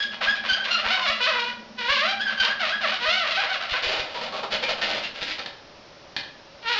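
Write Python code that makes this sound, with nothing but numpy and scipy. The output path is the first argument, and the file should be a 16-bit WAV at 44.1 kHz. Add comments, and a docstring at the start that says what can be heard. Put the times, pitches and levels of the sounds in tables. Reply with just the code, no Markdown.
"""A marker draws circles on a balloon figure in a small room, a few steps from the microphone.
The tip sticks and slips on the latex: trains of clicks, coloured by the skin, squeak, squeal and scrape.
Then hands turn the figure: uneven slips creak and rasp, the skin snaps as decaying noise clicks,
the tip taps down once and the drawing goes on. Brief skids whistle, soft low thumps sound underneath.
Near walls reflect the balloon over steady hiss and hum; a fast limiter rides the peaks."""
import sys
import numpy as np
from scipy import signal
from scipy.fft import rfft, irfft
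from scipy.io import wavfile
from scipy.ndimage import uniform_filter1d, minimum_filter1d

SR = 44100
rng = np.random.default_rng(int(sys.argv[2]) if len(sys.argv) > 2 else 0)


def digitize_waveform(pressure):
    """Quantize a signal to 16-bit integers and store it at the path in sys.argv[1].

    Rows of a 2-D input are taken as channels; values are limited to [-1, 1].
    """
    field = np.atleast_2d(pressure).T
    bounded = np.clip(field, -1, 1)
    quanta = np.round(bounded * 32767).astype(np.int16)
    wavfile.write(sys.argv[1], SR, quanta)


N = 299638
TIME = np.arange(N) / SR
CLOCK = TIME[::40]  # coarser time grid for slow controls [s]
EDGE_HZ = 7450  # upper edge of the sound


def from_db(db):
    """Decibels to gain."""
    return 10 ** (np.asarray(db) / 20)


def unit(x):
    """Scales to rms 1."""
    return x / np.sqrt(np.mean(x ** 2) + 1e-20)


def read(points, hz):
    """Reads a curve on a log-frequency axis."""
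    f, value = np.transpose(points)
    return np.interp(np.log(hz + 1), np.log(f), value)


def colour(x, points, size=2048):
    """Causal minimum-phase filter with the given spectrum."""
    hz = abs(np.fft.fftfreq(size, 1 / SR))
    log_gain = np.log(from_db(read(points, hz)))
    taps = np.fft.ifft(np.exp(np.conj(signal.hilbert(log_gain)))).real
    return signal.oaconvolve(x, taps[:size // 2])[:N]


def ring(x, hz, width_hz):
    """One resonance."""
    return signal.lfilter(*signal.iirpeak(hz, hz / width_hz, fs=SR), x)


def wander(hz):
    """Random drift of rms 1, mostly slower than hz."""
    return unit(signal.sosfilt(signal.butter(2, hz, fs=SR, output="sos"), rng.standard_normal(N)))


def steady(x, size=500):
    """Holds the short-term rms near 1, over windows of size samples."""
    power = uniform_filter1d(uniform_filter1d(x ** 2, size), size)
    return x / np.sqrt(abs(power) + 1e-20)


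def slips(turns):
    """One click at each whole turn, shared between two samples to keep its exact moment."""
    at = np.flatnonzero(np.diff(np.floor(turns)) > 0)
    late = (np.floor(turns[at + 1]) - turns[at]) / (turns[at + 1] - turns[at])
    clicks = np.zeros(N)
    clicks[at] += 1 - late
    clicks[at + 1] += late
    return clicks


def envelope(start, length, shape):
    """Smooth rise, a hold that fades a little, then release."""
    rise_s, fade_db, release_s = shape
    age = CLOCK - start
    rise = .5 + .5 * np.tanh(age / rise_s / 2)
    hold = from_db(fade_db * np.clip(age / length, 0, 1))
    release = np.exp(-np.maximum(age - length, 0) / release_s)
    return rise * hold * release


def bend(start, length, pitches):
    """The tip speeds up and slows down: one arc through the first, middle and last pitch."""
    arc = np.polyfit([0, .5, 1], pitches, 2)
    return np.polyval(arc, np.clip((CLOCK - start) / length, 0, 1))


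def drawing():
    """One tip plays all the strokes: the strongest at each moment sets its pitch and character."""
    # squeals: (start [s], length [s], relative level [dB],
    #           first, middle and last slip rate [Hz], treble lift [dB])
    squeals = [(0, 0.042, -23, 814.6, 839.9, 825, -4.5), (.272, 0.043, -18.5, 800.5, 834.5, 854.2, -5.5),
               (0.49, .06, -18.5, 789.6, 755, 803.7, -1.5), (0.596, .028, -27.5, 775.3, 801, 780.4, -12),
               (0.709, .05, -18.5, 710.5, 704.1, 659.6, 4), (2.2, .04, -23, 766.7, 842, 833.7, -3),
               (2.257, .036, -21.5, 833.7, 804.7, 760.8, -7.5),
               (2.374, 0.032, -24.5, 786.2, 801.6, 794.5, -3), (2.401, .0126, -12, 800.4, 792, 759.7, -5.5),
               (2.501, .03, -22.5, 758.8, 819, 819.3, -8), (2.722, .04, -23, 769.6, 816, 829, -8.5)]
    # short, light strokes: (start [s], length [s], relative level [dB], first, middle and last pitch [Hz])
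    squeaks = [(0.116, 0.032, -35, 620.2, 750, 700.4), (0.356, 0.02, -28, 628.1, 745, 808.7),
               (.565, 0.023, -29.5, 579.2, 722.7, 780.5), (0.901, 0.057, -21, 704, 772, 739),
               (2.6, 0.054, -23, 729.4, 690.4, 570), (2.808, 0.024, -28, 571.8, 719, 768),
               (2.834, 0.029, -20, 690.6, 624.7, 561.3), (2.914, 0.049, -26.5, 698.3, 770.5, 716.8),
               (3.305, .022, -22, 682.5, 665, 621.2), (3.352, 0.069, -22.5, 567.8, 783, 651),
               (3.486, .075, -25, 688.7, 716.3, 583), (3.608, 0.045, -28.5, 662.3, 735, 693),
               (3.693, .03, -27, 597, 689, 716)]
    # the tip presses harder: (start [s], length [s], relative level [dB], lowest pitch [Hz])
    scrapes = [(0.211, .056, -22, 479.6), (0.437, 0.052, -28.5, 479.5), (0.642, 0.064, -26.5, 500),
               (0.769, 0.049, -27.5, 560), (0.843, 0.055, -23, 470.2), (0.958, .045, -27.5, 538),
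               (1.32, 0.057, -27, 469.3), (2.294, 0.034, -27, 530), (2.418, 0.071, -24.5, 480.3),
               (2.656, .06, -25.5, 541.7), (2.868, 0.043, -26, 529), (3.249, .05, -24.5, 487.8),
               (3.415, .06, -27, 484), (3.725, 0.059, -24.5, 458.5)]
    # long strokes that glide in pitch, one curve each: (time [s], slip rate [Hz], relative level [dB])
    glides = [
        [(1.012, 732, -29.5), (1.052, 711, -24), (1.07, 555, -23.5), (1.092, 567, -20), (1.115, 678, -26.5),
         (1.15, 660, -35.5), (1.195, 709, -34.5)],
        [(1.208, 493.5, -22.5), (1.26, 503.7, -22), (1.278, 650, -22), (1.298, 629, -22.5), (1.32, 487, -27),
         (1.395, 472, -24.5), (1.44, 482.7, -32.5), (1.475, 493.6, -29.5), (1.53, 482, -37.5)],
        [(1.787, 500.6, -29), (1.82, 468, -29), (1.845, 477.7, -29), (1.877, 496, -29), (1.895, 544, -18.5),
         (1.928, 593, -22), (1.972, 507.4, -25), (2.04, 637, -23), (2.095, 802.5, -25), (2.145, 794.3, -28)],
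        [(3.005, 478, -31.5), (3.046, 492, -23.5), (3.056, 610.5, -24), (3.075, 630, -21.5),
         (3.125, 721.3, -22), (3.175, 762, -26), (3.2, 684.5, -27), (3.228, 660, -24), (3.25, 520.2, -28.5)],
        [(6.63, 472, -41), (6.674, 451.6, -26.5), (6.7, 481.2, -23), (6.728, 480, -24), (6.756, 404.3, -28.5),
         (6.79, 440.3, -24.5)],
    ]
    strokes = [glide(curve) for curve in glides]
    strokes += [squeak(*row) for row in squeaks]
    strokes += [scrape(*row) for row in scrapes]
    strokes += [squeal(*row) for row in squeals]
    strokes = np.array([np.broadcast_arrays(*stroke) for stroke in strokes])
    weight = strokes[:, :1] ** 4 + 1e-30
    controls = (weight * strokes[:, 1:]).sum(0) / weight.sum(0)
    gain = strokes[:, 0].max(0)
    return [np.interp(TIME, CLOCK, control) for control in (gain, *controls)]


def squeal(start, length, db, first_hz, middle_hz, last_hz, lift_db):
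    """A squeak whose slips lock to the skin, so that it jumps an octave; the weaker, the rougher."""
    shape = (.0025, -3.5, .007)  # rise [s], fade [dB], release [s]
    second_slip, grit_db = .842, -37.5  # share of the slip halfway; grit under the stroke
    hz = bend(start, length, [first_hz, middle_hz, last_hz])
    return from_db(db) * envelope(start, length, shape), hz, from_db(grit_db - db), second_slip, lift_db


def disperse(x, spread_s=0.003002):
    """High notes run through the skin faster than low ones, so each slip is drawn out."""
    hz = np.fft.rfftfreq(2 * N, 1 / SR)
    delay = spread_s * np.maximum(1 - hz / EDGE_HZ, 0)
    phase = -2 * np.pi * np.cumsum(delay) * hz[1]
    return irfft(rfft(x, 2 * N) * np.exp(1j * phase))[:N]


def marker(gain, hz, rough, locked, lift_db):
    """Stick-slip pulses of the tip, radiated by the balloon's skin."""
    # colour of the balloon under the tip: (frequency [Hz], level [dB])
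    skin = [(330, -34), (420, -6.5), (520, -7), (730, 0.5), (860, -1), (1000, 1.5), (1250, 1.5),
            (1580, 3.5), (2200, 0.5), (2950, 2), (3350, -1), (4200, -2.5), (5200, -11), (7000, -31)]
    rough = np.clip(rough, 0, 1)
    # a rough stroke lurches in pitch, a squeal wavers
    lurch = rough * (.062 * wander(430) + .085 * wander(45))
    waver = .01498 * locked * wander(51.6)
    # even a clean stroke slips a little early or late, which blurs its top
    jitter = 0.014 * wander(900)
    turns = np.cumsum(hz * np.exp(lurch + waver)) / SR + jitter
    force = np.exp(1.3 * rough * np.tanh(wander(550)))
    # in a squeal a second slip comes halfway through each cycle
    pulses = (slips(turns) + np.clip(locked, 0, 1) * slips(turns + .5)) * force
    grit = rough ** 2 * rng.standard_normal(N)
    voice = colour(disperse(unit(pulses)) + grit, skin)
    # some squeals are round, others shrill; the overtones flutter as the tip rocks on the skin
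    treble = signal.sosfiltfilt(signal.butter(4, 2200, "high", fs=SR, output="sos"), voice)
    voice = steady(voice + (from_db(lift_db + 4.8 * wander(24)) - 1) * treble)
    return voice * gain * from_db(3.8 * rough * wander(99))


def drone(hz=216, width_hz=45, db=-53, end_s=3.76):
    """The air inside the balloon hums faintly, fading out over the last second before end_s."""
    air = ring(ring(rng.standard_normal(N), hz, width_hz), hz, width_hz)
    return from_db(db) * unit(air) * np.clip(end_s - TIME, 0, 1)


def room_floor(db=-47.5):
    """Steady hiss and hum of the room: coloured noise."""
    # relative spectrum: (frequency [Hz], density [dB per Hz])
    spectrum = [(25, -14.5), (500, -10), (565, -2.5), (640, -10), (2000, -17.5), (5500, -19), (7500, -46.5)]
    return from_db(db) * unit(colour(rng.standard_normal(N), spectrum))


def room(x):
    """Dense reflections from near walls, each band dying at its own speed."""
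    # the room's decay: (frequency [Hz], time to fall 60 dB [s])
    decay = [(600, 0.49), (2000, 0.5), (6000, 0.33)]
    # about 3000 reflections per second, none in the first 3 ms
    taps = rng.standard_normal(SR) * (rng.random(SR) < 3000 / SR) * (TIME[:SR] > .003)
    hz, t, bands = signal.stft(taps, SR, nperseg=256)
    fading = np.exp(-np.log(1000) * t / read(decay, hz)[:, None])
    tail = signal.istft(bands * fading, SR, nperseg=256)[1]
    return signal.oaconvolve(x, tail / np.linalg.norm(tail))[:N]


def squeak(start, length, db, *pitches):
    """A light stroke bends once in pitch; the weaker it is, the rougher."""
    shape, grit_db = (.004, -2, .008), -32.5  # rise [s], fade [dB], release [s]; grit under the stroke
    gain = from_db(db) * envelope(start, length, shape)
    return gain, bend(start, length, pitches), from_db(grit_db - db), 0, 0


def scrape(start, length, db, lowest_hz):
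    """Pressure rises and falls in one arch; it drags the pitch down and roughens the slips."""
    rise_s, fade_db, release_s = .002, -3, .01
    free_hz, skew = 796.3, .6  # pitch without pressure; a skew under 1 makes the pressure peak early
    light_rough, pressed_rough = .11, .65
    progress = np.clip((CLOCK - start) / (length + release_s), 0, 1)
    press = np.sin(np.pi * progress ** skew)
    hz = free_hz + (lowest_hz - free_hz) * press
    rough = light_rough + (pressed_rough - light_rough) * press ** 2
    return from_db(db) * envelope(start, length, (rise_s, fade_db, release_s)), hz, rough, 0, 0


def thumps(width_s=.0023):
    """Each soft low thump is one short swing up and down."""
    # (time [s], relative level [dB])
    times_and_levels = [(.285, -35), (0.524, -32.5), (.866, -31), (1.1, -32), (1.905, -30), (2.41, -31),
                        (3.09, -33.5), (3.725, -27), (3.872, -30), (4.001, -31), (4.545, -33), (5.222, -35)]
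    out = np.zeros(N)
    for s, db in times_and_levels:
        age = (TIME - s) / width_s
        out -= from_db(db) * age * np.exp(-abs(age))
    return out


def chirps(rise_s=0.015, waver=0.034):
    """Tip or finger skids on the latex: each skid is a brief, wavering whistle of the skin."""
    # (time [s], pitch [Hz], relative level [dB])
    skids = [(0.997, 1024, -25.5), (4.152, 970, -31.5), (4.327, 1100, -31), (4.628, 2400, -28.5),
             (4.814, 1820, -28.5), (5.035, 2700, -33)]
    out, drift = np.zeros(N), np.exp(waver * wander(352))
    for s, hz, db in skids:
        age = np.maximum(TIME - s, 0) / rise_s
        whistle = np.sin(2 * np.pi * np.cumsum(hz * drift) / SR)
        out += from_db(db) * age * np.exp(1 - age) * whistle
    return out


def glide(curve, edge_s=.006, rough=.08):
    """A long, clean stroke. Like every stroke it gives (gain, pitch, roughness, lock, treble lift)."""
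    s, hz, db = np.transpose(curve)
    outside = abs(CLOCK - np.clip(CLOCK, s[0], s[-1]))
    gain = from_db(np.interp(CLOCK, s, db)) * np.exp(-outside / edge_s)
    return gain, np.interp(CLOCK, s, hz), rough, 0, 0


def handling(groan_hz=215, groan_width_hz=150, groan_db=-50):
    """Latex drags on fingers and itself: slow, uneven slips ring the air-filled tubes; the body groans."""
    # fingers and twisted joints rub as the figure is turned:
    # (start [s], length [s], relative hollow creak level [dB], relative sharp rasp level [dB])
    rubs = [(3.83, 0.061, -34, -25), (3.885, 0.12, -30.5, -26), (4.037, 0.22, -42.5, -40.5),
            (4.143, 0.054, -35, -32.5), (4.212, 0.074, -34, -32.5), (4.327, 0.067, -31, -31),
            (4.432, 0.017, -25, -31.5), (4.511, .014, -36, -26), (4.524, 0.028, -26.5, -20),
            (4.632, 0.0072, -22.5, -20), (4.685, 0.03, -25.5, -23.5), (4.787, 0.011, -30, -28),
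            (4.816, 0.031, -29.5, -21.5), (4.869, 0.12, -31.5, -26.5), (5.03, 0.034, -51, -28),
            (5.146, 0.081, -41.5, -37.5), (5.216, 0.018, -34.5, -21.5), (5.274, 0.06, -67, -28),
            (5.386, 0.019, -33.5, -29.5), (5.455, 0.033, -43.5, -42)]
    # colour of the hollow tubes: (frequency [Hz], level [dB])
    hollow_colour = [(100, -28), (200, -15.5), (300, -9), (560, 8), (850, 4.5), (1300, 6), (2000, -41)]
    # colour of the balloon under the fingers: (frequency [Hz], level [dB])
    rasp_colour = [(700, -8), (1700, 2.5), (3000, 5), (4700, 0.5), (7000, -22.5)]
    touch = (1.5, 0, -48.5, -44)  # one faint, brief touch, columns as in rubs
    rub_shape, twist_shape = (.0039, -4, .012), (.02, -8, .03)  # rise [s], fade [dB], release [s]
    crackles_per_s, crackle_db = 22, 23.5

    gains = [from_db(dbs)[:, None] * envelope(s, length, rub_shape) for s, length, *dbs in rubs + [touch]]
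    creak_gain, rasp_gain = np.max(gains, axis=0)
    twist_gain = envelope(4.19, .97, twist_shape)  # the body is twisted round: start [s], length [s]
    hollow, rasp, twist = [np.interp(TIME, CLOCK, g) for g in (creak_gain, rasp_gain, twist_gain)]

    turns = np.cumsum(320 * np.exp(.35 * wander(14) + .25 * wander(249.95))) / SR
    drive = unit(slips(turns) * np.exp(0.32 * wander(370))) + 0.65 * rng.standard_normal(N)
    groan = ring(ring(drive, groan_hz, groan_width_hz), groan_hz, groan_width_hz)
    groan = from_db(groan_db) * unit(groan)
    # now and then a larger slip lets go; it is heard where the rasp is open
    lets_go = rng.random(N) < crackles_per_s / SR
    crackle = from_db(crackle_db) * lets_go * rng.uniform(-1.3, 1, N)
    creaks = steady(colour(drive, hollow_colour)) * hollow
    rasps = unit(colour(drive + crackle, rasp_colour)) * rasp
    return creaks + rasps + groan * twist


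def snaps(t60=0.034):
    """The skin lets go or is tapped: a click and a short rattle of the membrane."""
    # single snaps of the skin: (time [s], relative level [dB])
    releases = [(3.8249, -10.5), (3.9969, -9.5), (4.212, -13.5), (4.325, -17), (4.434, -15.5),
                (4.632, -17.5), (4.817, -9), (5.393, -11.5), (5.461, -9.5), (6.165, 0)]
    # colour of the balloon when it snaps: (frequency [Hz], level [dB])
    snap_colour = [(700, -14.5), (1300, -15), (1750, 0), (2200, -8.5), (3000, -4.5), (3450, 2), (3950, -3),
                   (4450, -2.5), (5200, -15), (7000, -31.5)]
    clicks = np.zeros(N)
    for s, db in releases:
        clicks[round(s * SR)] = from_db(db)
    t = TIME[:SR // 2]
    rattle = 0.11 * rng.standard_normal(len(t)) * np.exp(-np.log(1000) * t / t60)
    rattle[0] = 1  # the click itself
    return from_db(14.0) * colour(signal.oaconvolve(clicks, rattle)[:N], snap_colour)


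def scene():
    """The balloon direct and off the walls, the thumps and the steady floor in one channel."""
    balloon = marker(*drawing()) + drone() + handling() + chirps() + snaps()
    direct = from_db(-1.0) * balloon
    reflected = from_db(-3.0) * room(balloon)
    return (direct + reflected + thumps() + room_floor())[None]


def record(dry, limit_db=-10.5, recovery_db_per_s=242.5):
    """A fast limiter ducks the peaks; then the band limit."""
    over_db = np.maximum(20 * np.log10(abs(dry[0]) + 1e-9) - limit_db, 0)
    over_db = -minimum_filter1d(-over_db, size=20)  # it looks a moment ahead
    fall_db = TIME * recovery_db_per_s
    duck_db = np.maximum.accumulate(over_db + fall_db) - fall_db
    limited = dry * from_db(-uniform_filter1d(duck_db, size=20))
    low_pass = signal.firwin(161, EDGE_HZ, window=("kaiser", 7), fs=SR)
    return signal.oaconvolve(limited, low_pass[None], "same")


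dry = scene()
out = record(dry)
digitize_waveform(out)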